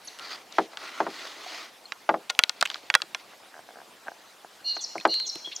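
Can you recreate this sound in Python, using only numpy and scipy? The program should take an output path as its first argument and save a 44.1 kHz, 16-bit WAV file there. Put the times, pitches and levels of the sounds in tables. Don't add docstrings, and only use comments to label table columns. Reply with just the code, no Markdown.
import sys
import numpy as np
from scipy import signal
from scipy.io import wavfile
from scipy.ndimage import uniform_filter1d

SR = 44100
rng = np.random.default_rng(int(sys.argv[2]) if len(sys.argv) > 2 else 0)


def to_wav(s):
    ch = np.atleast_2d(s).T
    pcm = np.round(np.clip(ch, -1, 1) * 32767)
    wavfile.write(sys.argv[1], SR, pcm.astype(np.int16))


def how_loud(loudness_db):
    steps = np.asarray(loudness_db, float) / 20
    return 10 ** steps


N = 246959
BIN_HZ, FRAME_S = np.fft.rfftfreq(512, 1 / SR), np.arange(N // 128 + 5) * 128 / SR


def evened(x):
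    return x / np.sqrt(np.mean(x ** 2) + 1e-20)


def peaked(x, db):
    return how_loud(db) * x / abs(x).max()


def read(points, hz):
    f, value = np.transpose(points)
    return np.interp(np.log(hz + 1), np.log(f + 1), value)


def bump(hz, width):
    return 1 / (1 + (2 * (BIN_HZ - hz) / width) ** 2)


def band(x, lo_hz, hi_hz):
    edges = np.clip([lo_hz, hi_hz], 50, 20000)
    return signal.sosfilt(signal.butter(2, edges, "bandpass", fs=SR, output="sos"), x)


def add(mix, s, sound, pan_db):
    part = mix[:, round(s * SR):][:, :len(sound)]
    part += how_loud([[pan_db / 2], [-pan_db / 2]]) * sound[:part.shape[1]]


def ring(modes, stretch, size):
    t = np.arange(size) / SR
    total = np.zeros(size)
    for k, (hz, db, t60) in enumerate(modes):
        decay = how_loud(db - 60 * t / (t60 * stretch))
        total += (-1) ** k * decay * np.sin(2 * np.pi * hz * t)
    return total


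def crowd(table, count):
    edges_hz, outline_db, outline_t60 = np.transpose(table)
    place, strength = rng.random((count, 2)).T
    hz = edges_hz[0] * (edges_hz[-1] / edges_hz[0]) ** ((np.arange(count) + place) / count)
    db = np.interp(np.log(hz), np.log(edges_hz), outline_db)
    t60 = np.interp(np.log(hz), np.log(edges_hz), outline_t60)
    return np.transpose([hz, db - 5 * strength, t60])


def hiss(field_db, same, patchy_db):
    a, b, c, d, patches = rng.standard_normal(field_db.T.shape + (5,)).T
    patches = uniform_filter1d(patches, size=6, axis=0)
    patches = evened(uniform_filter1d(patches, size=12, axis=1))
    left = a + 1j * b
    right = same * left + np.sqrt(1 - same ** 2) * (c + 1j * d)
    spectra = np.array([left, right]) * how_loud(field_db + patchy_db * patches)
    return signal.istft(spectra, nperseg=512, noverlap=384)[1][:, :N]


# (frequency [Hz], relative density [dB])
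WASH_SPECTRUM = [(24, -63.5), (40, -42), (222, -7), (562, -2), (761, 0), (1110, -3.5), (2080, -6.5),
                 (2300, -6.5), (4660, -9.5), (8740, -17), (12800, -20.5), (15200, -24), (16400, -33.5)]
# (frequency [Hz], correlation [0-1])
WASH_LIKENESS = [(60, 0.5), (180, 0.93), (550, 0.87), (1650, 0.76), (4970, 0.87), (15000, 0.97)]


def wash():
    same = np.clip(read(WASH_LIKENESS, BIN_HZ), -1, 1)[:, None]
    field_db = read(WASH_SPECTRUM, BIN_HZ)[:, None] + 0 * FRAME_S
    return how_loud(-52.5) * evened(hiss(field_db, same, patchy_db=2.2))


# (start [s], length [s], relative pressure [dB], hollow ring [dB], port whistle [dB])
STROKES = [(0.0, 0.19, -52.5, -12, 2), (0.173, 0.069, -49, 14, -11), (0.203, 0.097, -46, 6, 8.5),
           (0.269, 0.1, -43, 7.5, 9), (0.311, 0.13, -52.5, 5, -5), (0.492, 0.19, -47, -19, -2.5),
           (0.701, 0.063, -54.5, 9, -2), (0.771, 0.15, -44, 12.5, 0.5), (0.859, 0.22, -45.5, 11.5, -4.5),
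           (1.025, 0.35, -44, 5.5, 0.5), (1.248, 0.25, -47.5, 5, -3), (1.352, 0.36, -43, 3, 2.5),
           (2.53, 0.082, -59.5, 6, 5), (2.628, 0.19, -50, -20, 5), (2.776, 0.14, -57.5, -10, 5.5),
           (3.176, 0.046, -53, -7, -1), (3.28, 0.093, -55.5, 1, -10)]
# (frequency [Hz], relative density [dB])
RUB_SPECTRUM = [(59, -67), (100, -66), (343, -2.5), (424, -8), (721, -4), (950, -8), (1080, -5),
                (1610, -12), (4380, -12), (8640, -34.5), (16000, -46.5)]
# (frequency [Hz], width [Hz], height [dB])
RUB_RESONANCES = [(1980, 270, 7), (2370, 170, 3.5), (6500, 840, 4.5)]
# (frequency [Hz], width [Hz])
PALM_HOLLOW = [(1080, 36), (1400, 300)]
# (frequency [Hz], width [Hz])
MIC_PORT = (4600, 850)


def rubs():
    skew, point = 1.15, 0.9
    bright_db, bright_per_db, usual_db = 3.0, 0.079, -43.5
    colour_db = read(RUB_SPECTRUM, BIN_HZ) + sum(db * bump(hz, width) for hz, width, db in RUB_RESONANCES)
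    hollow = sum(bump(hz, width) for hz, width in PALM_HOLLOW)
    octaves = np.log2((BIN_HZ + 100) / 3000)
    power = 1e-20
    for s, length, db, hollow_db, port_db in STROKES:
        progress = np.clip((FRAME_S - s) / length, 0, 1)
        swell = np.sin(np.pi * progress ** skew).clip(0) ** point
        tilt_db = (bright_db + bright_per_db * (db - usual_db)) * octaves
        shape_db = db + colour_db + tilt_db + hollow_db * hollow + port_db * bump(*MIC_PORT)
        power = power + np.outer(how_loud(shape_db), swell) ** 2
    flicker_db = 1.8 * rng.standard_normal(len(FRAME_S))
    return hiss(10 * np.log10(power) + flicker_db - 3, 0.93, patchy_db=1.4)


def sing(out, s, tone, db, taper):
    add(out, s, np.sqrt(2) * how_loud(db) * tone * signal.windows.tukey(len(tone), taper), 0.4)


# (start [s], length [s], start pitch [Hz], end pitch [Hz], nominal level [dB])
CLEAR_CHIPS = [(0.044, 0.023, 11700, 9800, -50.5), (0.072, 0.01, 7000, 5260, -40),
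               (0.079, 0.0113, 4820, 3550, -39), (4.785, 0.04, 3760, 3250, -49),
               (4.837, 0.015, 6020, 5150, -31), (4.842, 0.0086, 5770, 4020, -32),
               (5.24, 0.0288, 3760, 3150, -45), (5.25, 0.016, 7000, 6500, -45.5),
               (5.288, 0.017, 5800, 5330, -30), (5.294, 0.011, 5610, 3850, -32.5),
               (5.55, 0.015, 7500, 6740, -45), (5.562, 0.0044, 7300, 4670, -27.5)]
# (start [s], length [s], start pitch [Hz], end pitch [Hz], nominal level [dB])
BUZZED_NOTES = [(4.745, 0.042, 7200, 4530, -48.5), (4.804, 0.039, 6423, 6280, -38),
                (5.261, 0.027, 6090, 5980, -34.5), (5.512, 0.029, 2810, 4020, -38)]


def chips():
    out = np.zeros((2, N))
    for notes, buzz_rad in ((CLEAR_CHIPS, 0.11), (BUZZED_NOTES, 1.47)):
        for s, length, start_hz, end_hz, db in notes:
            t = np.arange(0, length, 1 / SR)
            turn = 2 * np.pi * np.cumsum(start_hz + (end_hz - start_hz) * t / length) / SR
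            waver = 1.86 * uniform_filter1d(rng.standard_normal(len(t)), size=40)
            buzz_cycles = np.cumsum(486 * (1 + waver)) / SR
            sing(out, s, np.sin(turn + buzz_rad * np.sin(2 * np.pi * buzz_cycles)), db, taper=0.6)
    return out


def echoes(x, t60, after):
    taps, t = np.zeros((2, SR)), np.arange(SR) / SR
    slots = np.arange(after, SR - 20, 20)
    at = slots + rng.integers(0, 20, (2, len(slots)))
    np.put_along_axis(taps, at, rng.choice([-1., 1.], at.shape), 1)
    taps = (taps + 0.62 * taps[::-1]) * how_loud(-60 * t / t60)
    return signal.fftconvolve(x, taps / np.linalg.norm(taps[0]), axes=1)[:, :N]


def trees(song, handling):
    scattered = song + how_loud(2.0) * band(song, 3340, 18000)
    near = how_loud(-13) * echoes(scattered, t60=0.03, after=40)
    far = echoes(how_loud(-12) * scattered + how_loud(-35) * handling, t60=0.95, after=300)
    return near + far


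# (time [s], nominal peak [dB], click pitch [Hz],
# case ring re click [dB], treble crack re click [dB])
CASE_SNAPS = [(0.188, -34, 3540, -1, -2), (0.195, -32, 3270, 1.5, -4), (0.5244, -32.5, 5040, -2.5, -18.5),
              (0.772, -22.5, 3340, -2.5, -34), (1.921, -18.5, 2120, -6, -32),
              (2.295, -36, 4670, 11.5, -23.5), (2.299, -12.5, 3730, 1, -12), (2.304, -20, 4150, -14, -3),
              (2.307, -22, 4460, -21, -12), (2.391, 0.5, 2730, -7, -6.5), (2.437, 0.5, 3810, -18, -22),
              (2.495, -10, 4400, -9.5, -8), (2.61, -16, 4080, -9, 0), (2.613, -9, 4600, -13, -7),
              (2.626, -6, 1404, -7.5, -8), (2.654, -19, 2810, -38, -1), (2.6571, -15.5, 2640, -32, -18.5),
              (2.659, -19, 2550, -50, -2.5), (2.662, -17.5, 2650, -33, -18), (2.674, -26, 2910, -19, -7),
              (2.701, -16.5, 3430, -7.5, -16), (2.714, -34.5, 1425, 6, -18), (2.744, -18, 3830, -8, -35),
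              (2.757, -30, 1343, -3, -19), (2.901, -9, 2210, -5, -37), (2.9399, -12, 1880, -7, -14),
              (2.9413, -5.5, 3020, -10, -20), (2.9483, -30.5, 3000, 12, -27), (2.9513, 0, 1788, -4.5, -4.5),
              (3.003, -29, 1340, -12, -21), (3.019, -13, 4060, -5, -12), (3.147, -15.5, 2540, -2.5, -12.5),
              (4.98, -34, 4000, -24.5, -2), (5.001, -34, 4000, -7, -4), (5.011, -38, 1830, 2, -18),
              (5.076, -29.5, 8000, -22.5, -12), (5.105, -35, 6500, -27, -6),
              (5.141, -24.5, 2870, -27, -1.5), (5.151, -40, 6500, -25, 8), (5.2, -25, 3070, -6.5, -1.5),
              (5.356, -26, 3010, -7.5, -2)]
# (frequency [Hz], relative level [dB], decay t60 [s])
CASE_MODES = [(1425, -18, 0.11), (3340, -26, 0.13)]
# (frequency [Hz], relative level [dB], decay t60 [s])
CASE_OUTLINE = [(449.8, -22.5, 0.058), (1050, -5, 0.029), (1390, -2.5, 0.033), (2470, -9, 0.034),
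                (4130, 4, 0.015), (8000, -11.5, 0.014)]


def snaps():
    out, t = np.zeros((2, N)), np.arange(2000) / SR
    chances = rng.standard_normal((len(CASE_SNAPS), 2000))
    for (s, db, hz, ring_db, crack_db), chance in zip(CASE_SNAPS, chances):
        pan_db = np.clip(7.5 * np.log2(hz / 3030), -4.5, 4.5)
        click = -np.sin(2 * np.pi * hz * t) * (hz * t) ** 2 * np.exp(-hz * t / 0.5)
        crack = band(chance * np.exp(-t / 0.00044), 3640, 9100)
        scatter = band(chance[::-1] * np.exp(-t / 0.0014), 0.46 * hz, 1.12 * hz)
        add(out, s, peaked(click, db) + peaked(crack, db + crack_db) + peaked(scatter, db - 8), pan_db)
        modes = np.vstack([CASE_MODES, crowd(CASE_OUTLINE, count=20)])
        add(out, s, peaked(ring(modes, 1, size=2600), db + ring_db), pan_db)
    return out


# (time [s], nominal peak [dB], hardness [dB/octave],
# boom of the low modes [dB], ring time factor [1])
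HULL_KNOCKS = [(0.583, -5, 3.5, 5, 1.06), (0.715, -52, 9, -6, 1.1), (0.732, -36.5, 0, -15, 1.1),
               (1.002, -9, 2, 3, 1.06), (1.065, -18, 2.5, 7, 1.18), (2.09, -5.5, 2.5, -1, 1.09),
               (2.14, -13.5, -1, -5.5, 1.02), (3.034, -43, -3, 13, 0.28), (4.766, -22.5, 9, 4, 0.33),
               (4.954, -20.5, -4, -5.5, 0.86), (5.051, -3.5, 4, 1.5, 0.99), (5.356, -36.5, -8, 16, 0.19),
               (5.472, -36.5, -1.5, 4.5, 0.47)]
# (frequency [Hz], relative level [dB], t60 before the ring time factor [s])
HULL_MODES = [(326.6, -8, 0.16), (401.4, -14.5, .18), (649, 4.5, 0.048), (877.5, 2, 0.052),
              (990, 0.5, 0.019), (1341, 4.5, 0.018), (1617, -6.5, 0.014), (1860, -12, 0.018)]
# (frequency [Hz], relative level [dB], t60 before the ring time factor [s])
HULL_OUTLINE = [(141.3, -7, 0.094), (314, -11, 0.13), (497, -10.5, 0.18), (900, 4, 0.057),
                (1600, -5, 0.053), (2660, -15.5, 0.035), (4620, -22.5, 0.034), (7000, -31.5, 0.02)]


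def knocks():
    out = np.zeros((2, N))
    for s, db, hard_db, boom_db, stretch in HULL_KNOCKS:
        dense = crowd(HULL_OUTLINE, count=56) + [0, -4.5, 0]
        hz, mode_db, t60 = np.vstack([HULL_MODES, dense]).T
        blow_db = mode_db + hard_db * np.log2(hz / 900) + boom_db * (hz < 500)
        body = ring(zip(hz, blow_db, t60), stretch, size=7000)
        rise = np.minimum(np.arange(len(body)) / SR / 0.00224, 1)
        add(out, s, peaked(body * rise, db), pan_db=0.63)
    return out


# (time [s], nominal peak [dB], pitch [Hz], length scale [s], left over right [dB])
SOFT_PINGS = [(1.463, -33, 734, 0.017, -3), (1.855, -37, 4250, 0.015, 2), (2.3506, -26.5, 3340, 0.0011, 2),
              (4.981, -25, 2220, 0.005, 0.5), (4.999, -36, 2540, 0.012, -1),
              (5.01, -32.5, 3580, 0.0063, -1)]


def pings():
    out = np.zeros((2, N))
    for s, db, hz, length, pan_db in SOFT_PINGS:
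        u = np.arange(0, 2, 1 / (length * SR))
        tone = u * np.exp(-u / 0.14) * np.sin(2 * np.pi * hz * length * u)
        add(out, s, peaked(tone, db), pan_db)
    return out


# (first slip [s], length [s], mean gap [s], nominal peak [dB])
SLIP_RUNS = [(3.334, 0, .01, -41), (3.437, .046, .046, -39), (3.541, .049, .0122, -36),
             (3.689, .019, .019, -36), (3.758, .058, .0145, -35), (4.061, .004, .004, -39),
             (4.069, .006, .0055, -31), (4.083, .003, .003, -24), (4.094, 0, .01, -38),
             (4.118, 0, .01, -34.5), (4.448, 0, .01, -35)]
# (frequency [Hz], t60 before a factor of 0.95 [s])
MOUNT_MODES = [(730, 0.02), (1600, 0.015)]


def creaks():
    out = np.zeros((2, N))
    (low_hz, low_t60), (high_hz, high_t60) = MOUNT_MODES
    chances = rng.standard_normal((len(SLIP_RUNS), 12, 3))
    for (first, length, gap, db), chance in zip(SLIP_RUNS, chances):
        for s, (late, hard, bright) in zip(first + np.arange(0, length + gap / 2, gap), chance):
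            modes = [(low_hz, 0, low_t60), (high_hz, -1.5 + 5 * bright, high_t60)]
            slip = ring(modes, 0.95, size=1500)
            add(out, s + 0.08 * gap * late, peaked(slip, db + 2.5 * hard), 0)
    return out


# (start [s], length [s], pitch [Hz], sag [Hz/s], nominal level [dB])
LONG_WHISTLES = [(4.637, 0.14, 4257, 537, -26.5), (5.072, 0.17, 4164, 217, -24.5)]


def whistles():
    out = np.zeros((2, N))
    onset_s, top_s, end_s = 0.026, 0.062, 0.021
    for s, length, hz, sag_hz, db in LONG_WHISTLES:
        t = np.arange(0, length, 1 / SR)
        sharp_hz = 60 * np.exp(-t / 0.03)
        drop_hz = 70.4 * np.clip(1 - (length - t) / end_s, 0, 1)
        turn = 2 * np.pi * np.cumsum(hz + sharp_hz - sag_hz * t - drop_hz) / SR
        level_db = db + np.interp(t, [0, onset_s, top_s, length], [-22, -6, 0, -14])
        pulse = 2 * np.pi * 294 * t
        depth = np.interp(t, [0, top_s, length], [0.4, 0.68, 0.8])
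        husky = 1 + 1.6 * uniform_filter1d(rng.standard_normal(len(t)), size=120)
        tone = husky * (1 + depth * np.cos(pulse)) * np.sin(turn + 0.18 * np.sin(pulse))
        sing(out, s, tone, level_db, taper=0.15)
    return out


# (start [s], length [s], top pitch [Hz], nominal level [dB], octave re fundamental [dB])
SECOND_VOICE = [(4.642, 0.12, 2907, -42, -11), (5.082, 0.112, 2935, -41, -11),
                (5.442, 0.057, 3340, -33, -31), (5.55, 0.051, 3350, -48.5, -39)]


def low_voice():
    out = np.zeros((2, N))
    for s, length, hz, db, octave_db in SECOND_VOICE:
        u = np.arange(0, length, 1 / SR) / length
        arch = [0, 0.35, 1]
        pitch = hz * (1 - 0.03 * np.interp(u, arch, [1, 0, 1]))
        turn = 2 * np.pi * np.cumsum(pitch) / SR
        level_db = db + np.interp(u, arch, [-9, 0, -13])
        noise = uniform_filter1d(rng.standard_normal((len(u), 2)), size=150, axis=0).T
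        flutter = 1 + 2.1 * noise * [[2], [4]]
        tone = flutter[0] * np.sin(turn) + flutter[1] * how_loud(octave_db) * np.sin(2 * turn)
        sing(out, s, tone, level_db, taper=0.2)
    return out


def scene():
    song = chips() + whistles() + low_voice()
    blows = snaps() + knocks() + pings() + creaks()
    handling = signal.sosfilt(signal.butter(4, 170, "highpass", fs=SR, output="sos"), blows)
    return wash() + rubs() + song + trees(song, handling) + handling


def band_limit(x):
    return signal.sosfilt(signal.butter(12, 16550, fs=SR, output="sos"), x)


def record(dry):
    finished = np.clip(dry, -1, 1)
    return band_limit(finished)


dry = scene()
out = record(dry)
to_wav(out)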